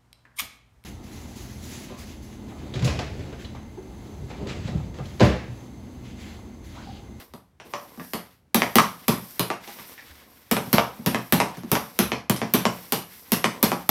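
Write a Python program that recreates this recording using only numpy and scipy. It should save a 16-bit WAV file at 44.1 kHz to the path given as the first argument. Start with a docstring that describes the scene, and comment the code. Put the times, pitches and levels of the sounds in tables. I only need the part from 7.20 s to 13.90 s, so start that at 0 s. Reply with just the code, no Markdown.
"""Stickhandling in a carpeted room

One microphone, close to a plastic pad on which a hockey stick dribbles a puck from side to side.
The blade slaps the pad (a bright crack, then a low boom) and a moment later knocks the puck (a woody
clack); the room answers briefly. Between blows puck and blade slide with a fine hiss, the wobbling
puck bumps softly, and once the blade's edge rasps. Behind them a foot thuds softly on the floor."""
import sys
import numpy as np
from scipy import signal
from scipy.fft import rfft, irfft
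from scipy.io import wavfile

SR = 44100
rng = np.random.default_rng(int(sys.argv[2]) if len(sys.argv) > 2 else 0)


def bounce(signal):
    """Save signal as a 16-bit WAV file at the path given by the first command-line argument."""
    frames = np.transpose(np.atleast_2d(signal))
    limited = np.clip(frames, -1, 1)
    pcm = np.round(limited * 32767).astype(np.int16)
    wavfile.write(sys.argv[1], SR, pcm)


N = 295470
SIZE = 32768  # samples in the buffer of one blow
HZ, AGE = np.fft.rfftfreq(SIZE, 1 / SR), np.arange(SIZE) / SR
# the first row is a knock's fading tail; the others are puck and blade sliding:
# t/s, length/s, level/dB, rub offset/dB, hiss offset/dB
SWELLS = [(-0.1, 0.096, -45, 2, -1), (0.43, 0.32, -56, 5.5, 2.5), (0.733, 0.16, -63.5, -4, 16.5),
          (1.0, 0.13, -62.5, -7, -2), (1.377, 0.17, -54.5, -1, 6.5), (1.592, 0.34, -52.5, -1.5, 1),
          (1.926, 0.26, -55, -2, 9), (2.396, 0.34, -47, -5.5, 0), (2.733, 0.27, -52, -4, -3),
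          (3.02, 0.44, -60, 0, 2.5), (3.373, 0.22, -52.5, 4, 5.5), (3.586, 0.37, -53, 6, -1),
          (3.947, 0.15, -58, -3, 8), (4.197, 0.19, -51, 4, -15), (4.434, 0.42, -56, 1.5, 7),
          (5.225, 0.18, -53, -10, -1), (5.45, 0.34, -53, 0, 6), (5.83, 0.28, -55.5, -1, 6.5),
          (6.23, 0.38, -53.5, 9.5, -1), (6.52, 0.16, -55.5, -10, 3)]


def slaps_and_bumps(thump_db=-15, snap_db_per_db=0.5):
    """Blade slaps on the pad, and a few soft low bumps of the wobbling puck."""
    # t/s, strength/dB, bass/dB, brightness/dB, hardness/dB; the bumps are at 3.47, 3.79, 4.37 and 4.43 s
    pad_rows = [(0.1373, -24, 1, -4.5, 6), (0.775, -28, 8, -9, 4), (0.9349, -9.5, -2, -0.5, 2.5),
                (1.3461, 1, -1.5, 0.7, 1.5), (1.5565, 1, 3.5, 2, 4), (1.8821, 1.1, 0.5, -2.5, 0),
                (2.1952, -3.5, -1.5, 1, 2), (3.3134, 0, 0, -1.5, 0), (3.468, -26, 10, -5, 2),
                (3.5301, 2, 1, -0.6, -1), (3.7903, -33.5, 16, -12, 3), (3.8623, -2, 4.5, 0, -1),
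                (4.1243, 1, 1.5, 1, 1.5), (4.3714, -24, 10, 0, 0), (4.4345, -24, 8, -8, 8),
                (4.517, 1, -1, -0.8, -0.5), (4.7903, 0, 0.5, 1.5, 2), (5.0978, -3.5, 3, 0.4, 6.5),
                (5.3378, 0.5, 0.8, 1.5, -6.5), (5.723, -3, -3, 2.5, 2), (6.12, -2.5, 0.5, 3.5, -1),
                (6.429, 1, -0.5, 2, 0.5), (6.692, 4, 0.5, -2, 3.5)]
    # spectra sent straight to the microphone (crack) and round the room (body): f/Hz, level/dB
    pad_crack = [(40, 2.5), (100, 4), (200, 23.5), (600, 15), (1100, 15.5), (1450, 10), (2200, 11),
                 (5800, 6), (9000, 3.5), (12000, 15.5), (14200, 17), (16000, 3)]
    pad_body = [(40, 2.5), (100, 21), (200, 31.5), (320, 25.5), (600, 22), (1100, 21), (1450, 15),
                (2200, 13), (5800, 10), (6600, 2.5), (9800, 4.5), (11500, 11.5), (13000, 8.5), (16000, -7)]
    out = np.zeros(N)
    for s, db, bass_db, bright_db, hard_db in pad_rows:
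        add(out, s, pad_thump(thump_db + db + bass_db))
        tint_db = db + blow_colour(bass_db, bright_db, bright_db)
        # the top of the crack grows faster with strength than the rest
        edge_db = read([(6000, hard_db), (11000, snap_db_per_db * db)], HZ)
        add(out, *blow(s, read(pad_crack, HZ) + tint_db + edge_db - 3,
                       read(pad_body, HZ) + tint_db - 0.83,
                       lag_s=0.0011, grit_s=0.0003, grit_hz=4940, modal_share=0.47))
    return out


def knocks_and_rasp(peak_octaves=0.3):
    """Blade knocks on the puck, and one short rasp of the blade's edge near 2 kHz."""
    # t/s, strength/dB, bass/dB, bite/dB, fizz/dB, resonance f/Hz, its boost/dB; the rasp is at 2.78 s
    blade_rows = [(0.4, -22, -4, 2.5, -2, 1640, 4.9), (0.4518, -36.5, 10.5, 3, 20, 480, 16),
                  (0.5372, -9.5, -5.5, 0.3, -2, 1130, 7.5), (0.7972, -19, 9.5, -0.3, -9, 1640, 9.5),
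                  (1.42, -0.1, -1.5, -0.4, -4, 1760, 2.5), (1.585, 1.5, -12, 4.5, 5, 1230, 11),
                  (2.3026, -4.5, -1, -2, -3, 1660, 3), (2.4065, -37, -5, 7, 15, 2900, 9),
                  (2.4763, -19, -3, 2, 9, 3300, 3), (2.5879, -24.5, 3.5, 0, 4, 1860, 11),
                  (2.779, -30.5, -22, 8.5, 2, 1730, 17), (3.3672, -2.5, -1.5, -6.5, 5, 3500, 10.5),
                  (3.583, 4.5, -8, -4, -20, 2670, 3.5), (3.9464, -2.5, 3, -1.5, 1.5, 1980, 4),
                  (4.202, 0.5, 2, -1, 6.5, 910, 6), (4.5534, -1.5, -30, 0.5, 0, 2800, -1.5),
                  (4.9188, -4.5, 4.5, 3, -9, 383, 2), (5.163, -18, -5, 5.5, 21, 4540, 8.5),
                  (5.2168, -6, 7.5, 0.5, -9, 580, 3), (5.4539, 1.5, 2.5, 1, 1.5, 600, 1.5),
                  (6.2432, 0.5, 3, 2, 7.5, 2300, -1), (6.518, -1.9, 2, -5.5, 1, 1520, 5)]
    # spectra sent straight to the microphone (crack) and round the room (body): f/Hz, level/dB
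    blade_crack = [(40, -9.5), (210, 5), (650, 19.5), (1000, 19), (1500, 11.5), (2300, 15), (4200, 3),
                   (5800, -0.5), (10500, -8), (13000, -16), (16000, -32)]
    blade_body = [(40, -11.5), (100, 13.5), (210, 24), (350, 21), (650, 21), (1000, 22), (1500, 11),
                  (2300, 11.5), (4200, 1.5), (5800, 7), (6600, -3), (12000, -11), (16000, -34)]
    out = np.zeros(N)
    for s, db, bass_db, bite_db, fizz_db, peak_hz, peak_db in blade_rows:
        resonance_db = peak_db / (1 + (np.log2((HZ + 1) / peak_hz) / peak_octaves) ** 2)
        tint_db = db + resonance_db + blow_colour(bass_db, bite_db, fizz_db)
        hard_db = 1.5 + 0.32 * db  # a gentle touch only grazes: it loses more crack than ring
        add(out, *blow(s, read(blade_crack, HZ) + tint_db + hard_db - 1.34,
                       read(blade_body, HZ) + tint_db - 0.4,
                       lag_s=0.000616, grit_s=0.001, grit_hz=6700, modal_share=0.68))
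    return out


def blow(s, crack_db, body_db, lag_s, grit_s, grit_hz, modal_share, modal_hz=1250, lead_s=0.002):
    """Start time and sound of a blow at the microphone: gritty contact, echoes, modes, reverberation."""
    impulse = np.exp(-2j * np.pi * HZ * lead_s)
    # the surfaces meet at many tiny points, which smears the highest treble in time
    grit = rfft(rng.standard_normal(SIZE) * np.exp(-abs(AGE - lead_s) / grit_s))
    contact = blend(impulse, evened(grit), HZ ** 2 / (HZ ** 2 + grit_hz ** 2))
    contact = evened(contact / np.sqrt(abs(contact) + 1e-3))
    crack = contact * causal(crack_db) * (1 + wall_echoes())
    # single modes stand out below modal_hz; above it they merge into a cloud
    tail = blend(reverberation(), ringing(), modal_share / (1 + (HZ / modal_hz) ** 8))
    body = impulse * tail * causal(body_db)
    # low bending waves travel slowest; lag_s is their delay near 1 kHz
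    chirp = np.exp(-2j * np.pi * lag_s * 1000 * np.log(HZ + 100))
    return s - lead_s, irfft(chirp * (crack + body))[:SIZE * 3 // 4]


def blow_colour(bass_db, bite_db, fizz_db, ripple_db=3.5, ripple_hz=210):
    """A blow's tone in dB, rippled by the hollow blade's upper modes: each spot favours others."""
    tone_db = read([(260, bass_db), (550, 0), (1300, 0), (2100, bite_db), (5500, bite_db),
                    (10000, fizz_db)], HZ)
    knots = np.arange(0, SR / 2, ripple_hz)
    heights = np.minimum(rng.standard_normal(SIZE)[:len(knots)], 1.4)
    return tone_db + ripple_db * np.interp(HZ, knots, heights) * HZ ** 2 / (HZ ** 2 + 1000 ** 2)


def pad_thump(db, hz=210, swell_s=0.01225, width_s=0.0049, sag_octaves_per_s=25, spread=0.12):
    """The pad gives under a blow: a few low cycles that swell, sag in pitch and are gone."""
    pitch = hz * np.exp(spread * rng.standard_normal()) * 2 ** (-sag_octaves_per_s * (AGE - swell_s))
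    swell = np.exp(-((AGE - swell_s) / width_s) ** 2)
    return amp(db) * swell * np.sin(2 * np.pi * np.cumsum(pitch) / SR)


def ringing(spread_db=4.0, detune=0.0052):
    """Spectrum of the modes a blow rings; their shares change with the spot that is struck."""
    # resonances of stick, pad and room: f/Hz, level/dB, t60/s
    mode_rows = [(75, -6, 0.6), (123.9, 4, 0.31), (178.2, -1, 0.37), (222.5, 3, 0.2), (254, 2.5, 0.2),
                 (350.4, 3.5, 0.19), (426.5, 4, 0.2), (456.6, 2.5, 0.22), (581, 0.5, 0.27), (601, 1, 0.17),
                 (699, -1, .3), (751, -7, 0.39), (812, 2, 0.2), (941, -1, 0.29), (972, 2.5, 0.23),
                 (1063, 4.5, 0.15), (1137, 3, 0.16), (1160, 9.5, 0.14)]
    hz, db, t60 = np.transpose(mode_rows)[:, :, None]
    size, shift = rng.standard_normal((2, len(mode_rows), 1))
    t = AGE[:SIZE // 2]
    sign = (-1) ** np.arange(len(mode_rows))[:, None]  # neighbours oppose, so the boom swells
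    envelopes = amp(db + spread_db * size - 60 * t / t60)
    waves = sign * envelopes * np.sin(2 * np.pi * hz * (1 + detune * shift) * t)
    spectrum = rfft(waves.sum(0), SIZE)
    in_band = (HZ > hz.min()) & (HZ < hz.max())
    return spectrum / np.sqrt(np.mean(abs(spectrum[in_band]) ** 2))


def sliding():
    """Puck and blade rub, scrape and hiss on the pebbled plastic; the opening swell is a knock's tail."""
    # spectra of the three: f/Hz, relative density/dB
    rub_colour = [(90, -24), (200, 9.5), (350, 7.5), (600, 1.5), (1100, 2.5), (1600, -18.5), (3000, -35)]
    scrape_colour = [(700, -12), (1400, -0.5), (2000, 2), (2700, -2), (3600, -2.5), (5800, -7), (6500, -11),
                     (10000, -15.5)]
    hiss_colour = [(3000, -13.5), (5700, -4), (6500, -12), (10800, -5), (11700, 1), (13200, -1),
                   (14500, -1), (15600, -11.5), (16300, -37)]
    _, _, db, rub_db, hiss_db = np.transpose(SWELLS)
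    rub = friction(rub_colour, catches_per_s=110, catch_share=0.65, judder_db=1.0)
    scrape = friction(scrape_colour, catches_per_s=750, catch_share=0.34, judder_db=3.0)
    hiss = friction(hiss_colour, catches_per_s=1400, catch_share=0.33, judder_db=1.4)
    return (rub * swelling(db + rub_db, rise_s=0.045)
            + scrape * swelling(db, rise_s=0.05)
            + hiss * swelling(db + hiss_db, rise_s=0.1))


def friction(spectrum, catches_per_s, catch_share, judder_db, judder_hz=45):
    """Countless tiny slips and a few larger catches, blurred by the room; the pressure judders."""
    t = np.arange(N) / SR
    caught = rng.random(N) < catches_per_s / SR
    catches = caught * rng.exponential(1, N) * rng.choice([-1, 1], N)
    catches += signal.oaconvolve(catches, irfft(reverberation()))[:N]
    slips = blend(rng.standard_normal(N), evened(catches), catch_share)
    judder = judder_db * np.interp(t * judder_hz, np.arange(N), rng.standard_normal(N))
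    return coloured(slips, spectrum) * amp(judder)


def swelling(levels_db, rise_s, sag_db_per_s=7, stop_db_per_s=185):
    """Gain of the swells: each rises, sags (in a slide, as the puck slows) and dies with the room."""
    t, power = np.arange(0, 1, 1 / SR), np.zeros(N)
    for (start, length, *_), db in zip(SWELLS, levels_db):
        fade_db = sag_db_per_s * t + stop_db_per_s * np.maximum(t - length, 0)
        swell = np.minimum(t / rise_s, 1) * amp(db - fade_db)
        add(power, start, swell[start + t >= 0] ** 2)
    return np.sqrt(power)


def footfalls(floor_hz=72, ring_s=0.047, rise_s=0.0037):
    """A stockinged foot rings the floor's lowest mode."""
    # the player's weight shifts: t/s, level/dB
    step_rows = [(.1, -49), (2.903, -44), (4.83, -34)]
    thud = np.sin(2 * np.pi * floor_hz * AGE) * np.exp(-AGE / ring_s) * (1 - np.exp(-AGE / rise_s))
    out = np.zeros(N)
    for s, db in step_rows:
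        add(out, s, amp(db) * thud)
    return out


def wall_echoes(wander_s=0.000311, dull_hz=13000):
    """Spectrum of the first reflections to reach the microphone, dulled by the walls."""
    # delay/s, level/dB
    echo_rows = [(.0053, -13), (.0097, -12), (0.0131, -10), (0.018, -13)]
    reflections = sum(amp(db) * np.exp(-2j * np.pi * HZ * (delay + wander_s * rng.standard_normal()))
                      for delay, db in echo_rows)
    return reflections / (1 + 1j * HZ / dull_hz)


def reverberation(rise_s=0.00083, lumpy_db=1.0):
    """Spectrum of a fresh cloud of reflections, each band dying at its own speed."""
    # decay of the carpeted room: f/Hz, t60/s
    decay_times = [(100, 0.44), (300, 0.3), (1000, 0.35), (2500, 0.32), (6000, 0.29), (12000, 0.35),
                   (16000, 0.25)]
    taps = rng.standard_normal(SIZE) * amp(lumpy_db * np.repeat(rng.standard_normal(SIZE // 32), 32))
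    hz, t, bands = signal.stft(taps, SR, nperseg=256)
    bands *= amp(-60 * t / read(decay_times, hz)[:, None])
    tail = signal.istft(bands, SR, nperseg=256)[1][:SIZE]
    return evened(rfft(tail * (1 - np.exp(-AGE / rise_s))))


def room_tone(db=-63):
    """The still room: a faint, low noise."""
    # f/Hz, relative density/dB
    still_colour = [(22, -53), (50, -7), (80, -1.5), (150, -5), (300, -13.5), (1000, -24), (4000, -35),
                    (15000, -44)]
    return amp(db) * coloured(rng.standard_normal(N), still_colour)


def amp(db):
    """Decibels to gain."""
    return 10 ** (np.asarray(db) / 20)


def evened(x):
    """Scales to rms 1."""
    return x / np.sqrt(np.mean(abs(x) ** 2) + 1e-20)


def read(points, hz):
    """Joins (f/Hz, value) points on a log-frequency axis."""
    f, value = np.transpose(points)
    return np.interp(np.log(hz + 1), np.log(f + 1), value)


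def add(mix, s, sound):
    """Mixes a sound in at time s."""
    part = mix[max(round(s * SR), 0):][:len(sound)]
    part += sound[:len(part)]


def causal(db):
    """The response with this gain that starts at once and rings afterwards."""
    cepstrum = irfft(np.log(amp(np.maximum(db, -100))))
    cepstrum[1:SIZE // 2] *= 2
    cepstrum[SIZE // 2 + 1:] = 0
    return np.exp(rfft(cepstrum))


def coloured(x, spectrum):
    """Gives a long signal a spectrum, at rms 1."""
    gain = amp(read(spectrum, np.fft.rfftfreq(N, 1 / SR)))
    return evened(irfft(rfft(x) * gain, N))


def blend(a, b, share):
    """Crossfades two unrelated signals at constant power."""
    share = np.clip(share, 0, 1)
    return np.sqrt(1 - share) * a + np.sqrt(share) * b


def scene():
    """Blows up front, sliding and steps beneath them, room tone behind; mono."""
    return (slaps_and_bumps() + knocks_and_rasp() + sliding() + footfalls() + room_tone())[None]


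def record(dry, ceiling=0.88, edge_hz=16500):
    """The microphone chain rounds off the loudest peaks, then cuts the highest treble."""
    rounded = dry / (1 + (dry / ceiling) ** 6) ** (1 / 6)
    band_limit = signal.firwin(255, edge_hz, window=("kaiser", 8), fs=SR)
    return signal.oaconvolve(rounded, band_limit[None], "same")


dry = scene()
out = record(dry)
bounce(out)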